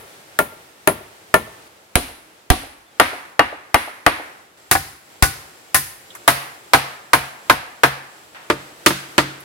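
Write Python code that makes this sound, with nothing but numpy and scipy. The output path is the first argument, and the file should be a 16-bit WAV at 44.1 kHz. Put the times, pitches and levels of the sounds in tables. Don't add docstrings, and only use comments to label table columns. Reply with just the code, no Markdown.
import sys
import numpy as np
from scipy import signal
from scipy.fft import rfft, irfft, next_fast_len
from scipy.io import wavfile

SR = 44100
rng = np.random.default_rng(int(sys.argv[2]) if len(sys.argv) > 2 else 0)


def inscribe(sig):
    pcm = np.round(np.clip(np.atleast_2d(sig).T, -1, 1) * 32767)
    wavfile.write(sys.argv[1], SR, pcm.astype(np.int16))


N = 416304

# (time [s], force [dB], hardness of the contact as treble gain [dB])
BLOWS = [(-.1, 26, 9), (0.3891, 28, 8.5), (.874, 31, 5), (1.341, 32.5, 1.5), (1.955, 26, -1),
         (2.5021, 28, -4), (2.9983, 37.5, -3), (3.3933, 37, -13.5), (3.7434, 34, -0.5), (4.064, 37, -6.5),
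         (4.7124, 30, 0.5), (5.2241, 30.5, -1), (5.745, 27, 5.5), (6.2776, 35, 8), (6.7346, 38, 0.5),
         (7.133, 35, 2.5), (7.4976, 36, -2), (7.8344, 36, -1.5), (8.5, 26, -10), (8.8617, 30, 3.5),
         (9.1803, 31, -7.5)]
# (time [s], force [dB])
REBOUNDS = [(4.752, 28.5), (8.905, 19)]
# (start [s], ring length [factor], crack [dB], clear modes [dB], echo [dB], bass [dB],
# bite [dB], forest wash [dB], left-right difference [dB])
SPOTS = [(0, 1.26, 3.5, 0, -30.5, -1.5, 3.5, -20.5, 2.5), (1.68, 1.28, 7.5, 1, -25.5, -7.5, 6.5, -14.5, 1),
         (2.8, 0.92, 5.5, -2, -21.5, -6, 1.5, -12.5, 3), (4.57, 1.21, -4, -0.5, -28, -2.5, 1.9, -14.7, 1),
         (6.2, 0.95, -5, -2.5, -38, 0, -0.2, -14.5, .5), (8.33, 0.94, -5, -0.5, -51, 1, 6.5, -14.5, -.5)]
# (frequency [Hz], relative level [dB], t60 before stretching [s])
JOINT_MODES_1 = [(160, -5.7, 0.198), (241, -2.9, 0.18), (313, 1.9, 0.136), (386, 4.8, 0.111),
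                 (467, 0.4, 0.104), (583, 5.2, 0.18), (637, 6.8, 0.098), (704, 2.0, 0.116),
                 (896, 4.5, 0.093), (1017, 4.8, 0.163), (1115, 2.0, 0.117), (1392, 7.0, 0.102),
                 (1773, 4.3, 0.093), (2191, -2.0, 0.123), (6639, -14.6, 0.112), (9728, -6.0, 0.15),
                 (10065, -7.8, 0.18), (10739, -0.6, 0.15)]
JOINT_MODES_2 = [(263, 7.0, 0.18), (511, 4.5, 0.18), (721, 5.7, 0.162), (753, 4.9, 0.18), (963, 3.2, 0.172),
                 (1146, 3.2, 0.176), (1336, 3.6, 0.119), (1668, 2.3, 0.143), (2444, -0.8, 0.175),
                 (3266, -0.2, 0.144), (4021, -0.3, 0.144), (9149, -1.4, 0.165), (9761, 5.3, 0.15)]
JOINT_MODES_3 = [(267, -2.1, 0.18), (532, -1.8, 0.176), (725, 1.4, 0.18), (832, 2.2, 0.123),
                 (960, 5.0, 0.159), (1138, 4.2, 0.117), (1206, -0.0, 0.165), (1341, 2.4, 0.113),
                 (1435, 3.4, 0.119), (1537, 0.3, 0.14), (1866, 2.2, 0.18), (2075, -2.4, 0.155),
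                 (2444, -2.7, 0.18), (2830, -5.8, 0.146), (3266, -7.5, 0.148), (9761, -8.9, 0.18)]
JOINT_MODES_4 = [(138, 7.7, 0.38), (706, 1.8, 0.18), (782, 3.7, 0.18), (1042, 3.9, 0.18), (1123, 1.5, 0.18),
                 (1480, 7.9, 0.18), (1696, 4.0, 0.141), (1822, 3.0, 0.172), (1971, 1.8, 0.18),
                 (2362, -0.4, 0.18), (5019, -2.0, 0.155), (8842, -0.5, 0.137), (9180, 2.8, 0.154),
                 (9795, 3.2, 0.134), (11776, -0.8, 0.18)]
JOINT_MODES_5 = [(136, 3.7, 0.45), (273, -4.6, 0.18), (461, -2.5, 0.18), (585, -0.4, 0.144),
                 (687, 3.6, 0.142), (735, 2.5, 0.18), (790, 1.4, 0.165), (927, 4.3, 0.142),
                 (1045, 3.3, 0.113), (1300, 3.6, 0.18), (1480, 2.9, 0.155), (1590, 1.3, 0.125),
                 (1731, 2.2, 0.145), (1931, -2.4, 0.163), (2306, -3.0, 0.14), (4132, -9.8, 0.18),
                 (9795, -11.6, 0.139)]
JOINT_MODES_6 = [(138, 5.3, 0.55), (187, -0.4, 0.4), (305, 5.9, 0.12), (332, 6.8, 0.12), (453, 4.7, 0.18),
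                 (593, 4.6, 0.18), (685, 0.2, 0.18), (912, 1.4, 0.18), (1206, 6.3, 0.135),
                 (1354, 5.8, 0.139), (1911, 4.3, 0.113), (2039, 0.9, 0.18), (3156, -4.5, 0.142),
                 (3730, -4.7, 0.123), (4818, -5.7, 0.14)]
# (frequency [Hz], relative level [dB])
DENSE_MODES_1 = [(50, -10), (100, -5.5), (200, -6.5), (290, 2), (400, 1), (700, 1), (1300, -2), (2000, -4),
                 (3200, -13.5), (5000, -24), (7500, -25.5), (10000, -16.5), (15500, -21.5)]
DENSE_MODES_2 = [(50, 11.5), (100, 4), (200, 2), (290, 17), (400, 6), (700, 3.5), (1300, 2.5), (2000, 2),
                 (3200, -2.5), (5000, -8.5), (7500, -11), (10000, 1.5), (15500, -13)]
DENSE_MODES_3 = [(50, -8), (100, -9), (200, -11.5), (290, 3), (400, -4), (700, -1.2), (1300, 0),
                 (2000, -0.5), (3200, -12), (5000, -19.5), (7500, -25), (10000, -10.5), (15500, -25)]
DENSE_MODES_4 = [(50, -3.5), (100, 1.5), (200, -9), (290, -3), (400, -6.5), (700, -8), (1300, 1),
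                 (2000, -1), (3200, -8), (5000, -5.5), (7500, -10), (10000, -3.5), (15500, -12.5)]
DENSE_MODES_5 = [(50, -13), (100, -12), (200, -13), (290, -5.5), (400, -9.5), (700, 0), (1300, 1.5),
                 (2000, -2.5), (3200, -11), (5000, -16), (7500, -23), (10000, -15.5), (15500, -24.5)]
DENSE_MODES_6 = [(50, -10), (100, -7.5), (200, -17), (290, 5), (400, -1), (700, -1), (1300, 5), (2000, 1.1),
                 (3200, -5.5), (5000, -11), (7500, -12.5), (10000, -10), (15500, -18.5)]
JOINTS = [(JOINT_MODES_1, DENSE_MODES_1), (JOINT_MODES_2, DENSE_MODES_2), (JOINT_MODES_3, DENSE_MODES_3),
          (JOINT_MODES_4, DENSE_MODES_4), (JOINT_MODES_5, DENSE_MODES_5), (JOINT_MODES_6, DENSE_MODES_6)]
# (frequency [Hz], t60 before the spot and damping factors [s])
RING_T60 = [(60, 0.39), (300, 0.14), (1200, 0.063), (4000, 0.094), (11000, 0.18)]
# (frequency [Hz], level before the spot's crack gain [dB])
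CRACK_COLOUR = [(150, -15), (700, -14.5), (2000, -1), (11000, 4.5)]
# (frequency [Hz], t60 [s])
FOREST_T60 = [(100, 0.44), (400, 0.89), (1300, 0.8), (3000, 0.54), (6000, 0.59), (13000, 0.59)]
# (frequency [Hz], relative level [dB])
FOREST_COLOUR = [(60, 1), (300, -3), (1200, -0.5), (4000, 5), (11000, 0)]
# (frequency [Hz], correlation [-1 to 1])
NEAR_CORRELATION = [(100, 0.99), (380, 0.95), (700, 0.45), (1300, 0.25), (4000, 0.29), (9000, 0.043)]
# (frequency [Hz], correlation [-1 to 1])
FAR_CORRELATION = [(100, 0.81), (290, 0.76), (640, 0.28), (1400, -0.26), (3000, 0.12), (9000, -0.079)]
# (time [s], left level [dB], right level [dB])
PUFFS = [(1.957, -9.5, -1), (2.503, -18, 9), (2.997, -34, -26), (3.746, -16, -10), (4.066, -8.5, -23),
         (5.227, 5.5, -28)]
# (time [s], level [dB], centre [Hz], width [octaves], t60 [s])
SCUFFS = [(6.104, -37.5, 3400, 0.23, 0.063), (6.151, -31.5, 1320, 0.87, 0.069),
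          (6.149, -36.5, 9000, .8, 0.1), (8.346, -37.5, 1200, 1.43, 0.63), (9.403, -40, 11000, .4, 0.07)]
# (start [s], hush level [dB], treble tilt [dB], insect centre [Hz],
# insect level [dB], insect band width [octaves])
AIR = [(0, -47.5, -5, 8330, -65, .045), (1.68, -50.5, -6, 7720, -72.5, .055),
       (4.573, -46.5, -4.5, 7560, -60, 0.058), (8.33, -44, -5, 7700, -60, 0.092)]
# (frequency [Hz], relative level [dB])
HUSH_COLOUR = [(18, -74), (30, -36), (75, -10), (194, -8), (266, -10), (303, -4), (600, -5), (913, -5.5),
               (988, -8.5), (1390, -6), (2290, -7.5), (11700, -14), (16000, -20)]
BANDS_HZ = [60, 150, 350, 800, 1700, 3500, 7000, 14000]

KNOCK_PER_HARDNESS, WASH_PER_HARDNESS = 0.12, 0.19
BITE_PER_HARDNESS, BITE_PER_FORCE = 0.47, 0.6
USUAL_FORCE_DB = 35
SUB_BASS_DB = -18
CRACK_T60_S, CRACK_RISE_S = 0.014, 0.0003
ECHO_S = 0.132
REBOUND_HARDNESS_DB, REBOUND_RING, REBOUND_BASS_DB = -32, 0.63, -0.5
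BIRD_AT_S, BIRD_LENGTH_S = 2.862, 0.098
BIRD_START_HZ, BIRD_START_DB = 3590, -59
BIRD_SAG_HZ_PER_S, BIRD_FADE_DB_PER_S = 4200, 70
EDGE_HZ = 16000


def gain_of(db):
    return 10 ** (np.asarray(db) / 20)


def evened(x):
    return x / np.sqrt(np.mean(x ** 2) + 1e-20)


def read(points, hz):
    f, value = np.transpose(points)
    return np.interp(np.log(hz + 1), np.log(f + 1), value)


def add(mix, s, sound):
    start = round(s * SR)
    sound = sound[:, max(-start, 0):]
    part = mix[:, max(start, 0):][:, :sound.shape[1]]
    part += sound[:, :part.shape[1]]


def bins(x):
    return np.fft.rfftfreq(x.shape[-1], 1 / SR)


def coloured(x, db):
    size = x.shape[-1]
    cepstrum = irfft(np.log(gain_of(np.maximum(db, -100))), size)
    cepstrum[1:size // 2] *= 2
    cepstrum[size // 2 + 1:] = 0
    return irfft(rfft(x) * np.exp(rfft(cepstrum)), size)


def noise_pair(size, correlation):
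    left, other = rng.standard_normal((2, size))
    same = np.clip(read(correlation, bins(left)), -1, 1)
    right_spectrum = same * rfft(left) + np.sqrt(1 - same ** 2) * rfft(other)
    return np.array([left, irfft(right_spectrum, size)])


def noise_band(size, hz, octaves):
    x = noise_pair(size, FAR_CORRELATION)
    distance = np.log2((bins(x) + 1) / hz) / octaves
    return evened(irfft(rfft(x) * np.exp(-distance ** 2), size))


def fade(size, t60, rise=0.0012):
    t = np.arange(size) / SR
    shape = gain_of(-60 * t / t60) * (1 - np.exp(-t / rise))
    return shape / np.linalg.norm(shape)


def dying(x, t60s, rise):
    size, spectrum = x.shape[-1], rfft(x)
    out = np.zeros_like(x)
    for one_band, t60 in zip(np.eye(len(BANDS_HZ)), t60s):
        share = read(list(zip(BANDS_HZ, one_band)), bins(x))
        out += irfft(spectrum * share, size) * fade(size, t60, rise)
    return out


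def hammering():
    free = [(s, db, hardness_db, 1, 0) for s, db, hardness_db in BLOWS]
    damped = [(s, db, REBOUND_HARDNESS_DB, REBOUND_RING, REBOUND_BASS_DB) for s, db in REBOUNDS]
    hits = np.array(free + damped)
    where = np.searchsorted([spot[0] for spot in SPOTS[1:]], hits[:, 0])
    return sum(joint(hits[where == k], spot, *JOINTS[k]) for k, spot in enumerate(SPOTS))


def joint(hits, spot, modes, dense_modes, fresh=0.31, dense_db=-1.0, tail_modes_db=-4, echo_hz=560):
    _, length, crack_db, modes_db, echo_db, bass_db, bite_db, wash_db, pan_db = spot
    out, bands = np.zeros((2, N)), np.array(BANDS_HZ)
    grain = noise_pair(SR, NEAR_CORRELATION)
    hz = bins(grain)
    dense_colour_db = read(dense_modes, hz)
    apart = np.arccos(np.clip(read(NEAR_CORRELATION, np.array(modes)[:, 0]), -1, 1))
    phases = rng.uniform(0, 2 * np.pi, (len(modes), 1)) + np.outer(apart, [1, 0])
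    crack_gain_db = read(CRACK_COLOUR, hz) + crack_db
    share_db = -10 * np.log10(1 + gain_of(crack_gain_db) ** 2)
    echo_band = signal.butter(2, [echo_hz / 2, echo_hz * np.sqrt(2)], "band", fs=SR, output="sos")
    pan = gain_of([[pan_db / 2], [-pan_db / 2]])
    for s, force_db, hardness_db, damping, rebound_bass_db in hits:
        texture = np.sqrt(1 - fresh) * grain + np.sqrt(fresh) * noise_pair(SR, NEAR_CORRELATION)
        ring = dying(texture, damping * length * read(RING_T60, bands), rise=0.00078)
        burst = noise_pair(SR, NEAR_CORRELATION) * fade(SR, CRACK_T60_S, rise=CRACK_RISE_S)
        crack = coloured(burst, crack_gain_db)
        clear = gain_of(modes_db) * ringing(modes, phases, stretch=0.91 * damping)
        knock = clear + coloured(ring + crack, dense_colour_db + share_db + dense_db)
        tail_db = wash_db + WASH_PER_HARDNESS * hardness_db
        scattered = dying(noise_pair(SR, FAR_CORRELATION), read(FOREST_T60, bands), rise=0.005)
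        trees = coloured(scattered, read(FOREST_COLOUR, hz) + tail_db)
        lingering = signal.fftconvolve(clear, trees, axes=1)[:, :SR]
        wash = coloured(trees, dense_colour_db) + gain_of(tail_modes_db) * lingering
        sound = knock * pan + wash
        add(sound, ECHO_S, gain_of(echo_db) * signal.sosfilt(echo_band, knock))
        colour = contact(force_db, hardness_db, bass_db + rebound_bass_db, bite_db)
        add(out, s, coloured(sound, force_db + read(colour, hz)))
    return out


def contact(force_db, hardness_db, bass_db, bite_db):
    knock_db = KNOCK_PER_HARDNESS * hardness_db
    force_bite_db = BITE_PER_FORCE * (force_db - USUAL_FORCE_DB)
    total_bite_db = bite_db + BITE_PER_HARDNESS * hardness_db + force_bite_db
    return [(25, bass_db + SUB_BASS_DB), (70, bass_db), (330, bass_db), (800, 0),
            (1800, knock_db), (4500, total_bite_db), (11000, hardness_db)]


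def ringing(modes, phases, stretch, detune=0.00072, vary_db=3.5):
    t, out = np.arange(SR // 2) / SR, np.zeros((2, SR))
    for (hz, db, t60), phase in zip(modes, phases):
        shift, strength = rng.standard_normal(2)
        shape = gain_of(-60 * t / (t60 * stretch))
        wave = np.sin(2 * np.pi * hz * (1 + detune * shift) * t + phase[:, None])
        out[:, :len(t)] += 2 * gain_of(db + vary_db * strength) * wave * shape / shape.sum()
    return out


def puffs(hz=57, t60=0.053, lag=0.31, soft_hz=450):
    out, t = np.zeros((2, N)), np.arange(SR // 4) / SR
    swing = np.cos(2 * np.pi * hz * t + lag) * gain_of(-60 * t / t60)
    swing = signal.sosfilt(signal.butter(2, soft_hz, fs=SR, output="sos"), swing)
    for s, left_db, right_db in PUFFS:
        add(out, s, gain_of([[left_db], [right_db]]) * swing)
    return out


def scuffs():
    out = np.zeros((2, N))
    for s, db, hz, octaves, t60 in SCUFFS:
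        shape = fade(SR // 2, t60, rise=0.00082)
        add(out, s, gain_of(db) * noise_band(SR // 2, hz, octaves) * shape / shape.max())
    return out


def bird():
    t, out = np.arange(0, BIRD_LENGTH_S, 1 / SR), np.zeros((2, N))
    turns = np.cumsum(BIRD_START_HZ - BIRD_SAG_HZ_PER_S * t) / SR
    whistle = gain_of(BIRD_START_DB - BIRD_FADE_DB_PER_S * t) * np.sin(2 * np.pi * turns)
    add(out, BIRD_AT_S, np.array([whistle, whistle]))
    return out


def forest_air(waver_db=2.0):
    out = np.zeros((2, N))
    starts = [0] + [round(row[0] * SR) for row in AIR[1:]] + [N]
    for place, a, b in zip(AIR, starts, starts[1:]):
        _, hush_db, tilt_db, insect_hz, insect_db, width = place
        size = 2 * next_fast_len((b - a) // 2 + 1)
        x = noise_pair(size, FAR_CORRELATION)
        tilt = read([(800, 0), (6000, tilt_db)], bins(x))
        hush = evened(coloured(x, read(HUSH_COLOUR, bins(x)) + tilt))
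        insects = noise_band(size, insect_hz, width)
        air = gain_of(hush_db) * hush + gain_of(insect_db) * insects
        out[:, a:b] = air[:, :b - a]
    knots = np.arange(0, N, SR // 8)
    waver = np.interp(np.arange(N), knots, rng.standard_normal(len(knots)))
    return out * gain_of(waver_db * waver)


def scene():
    return hammering() + puffs() + scuffs() + bird() + forest_air()


def record(dry, ceiling=0.99, knee=8):
    clipped = dry / (1 + abs(dry / ceiling) ** knee) ** (1 / knee)
    low_pass = signal.firwin(511, EDGE_HZ, window=("kaiser", 7), fs=SR)
    return signal.oaconvolve(clipped, low_pass[None], "same")


dry = scene()
out = record(dry)
inscribe(out)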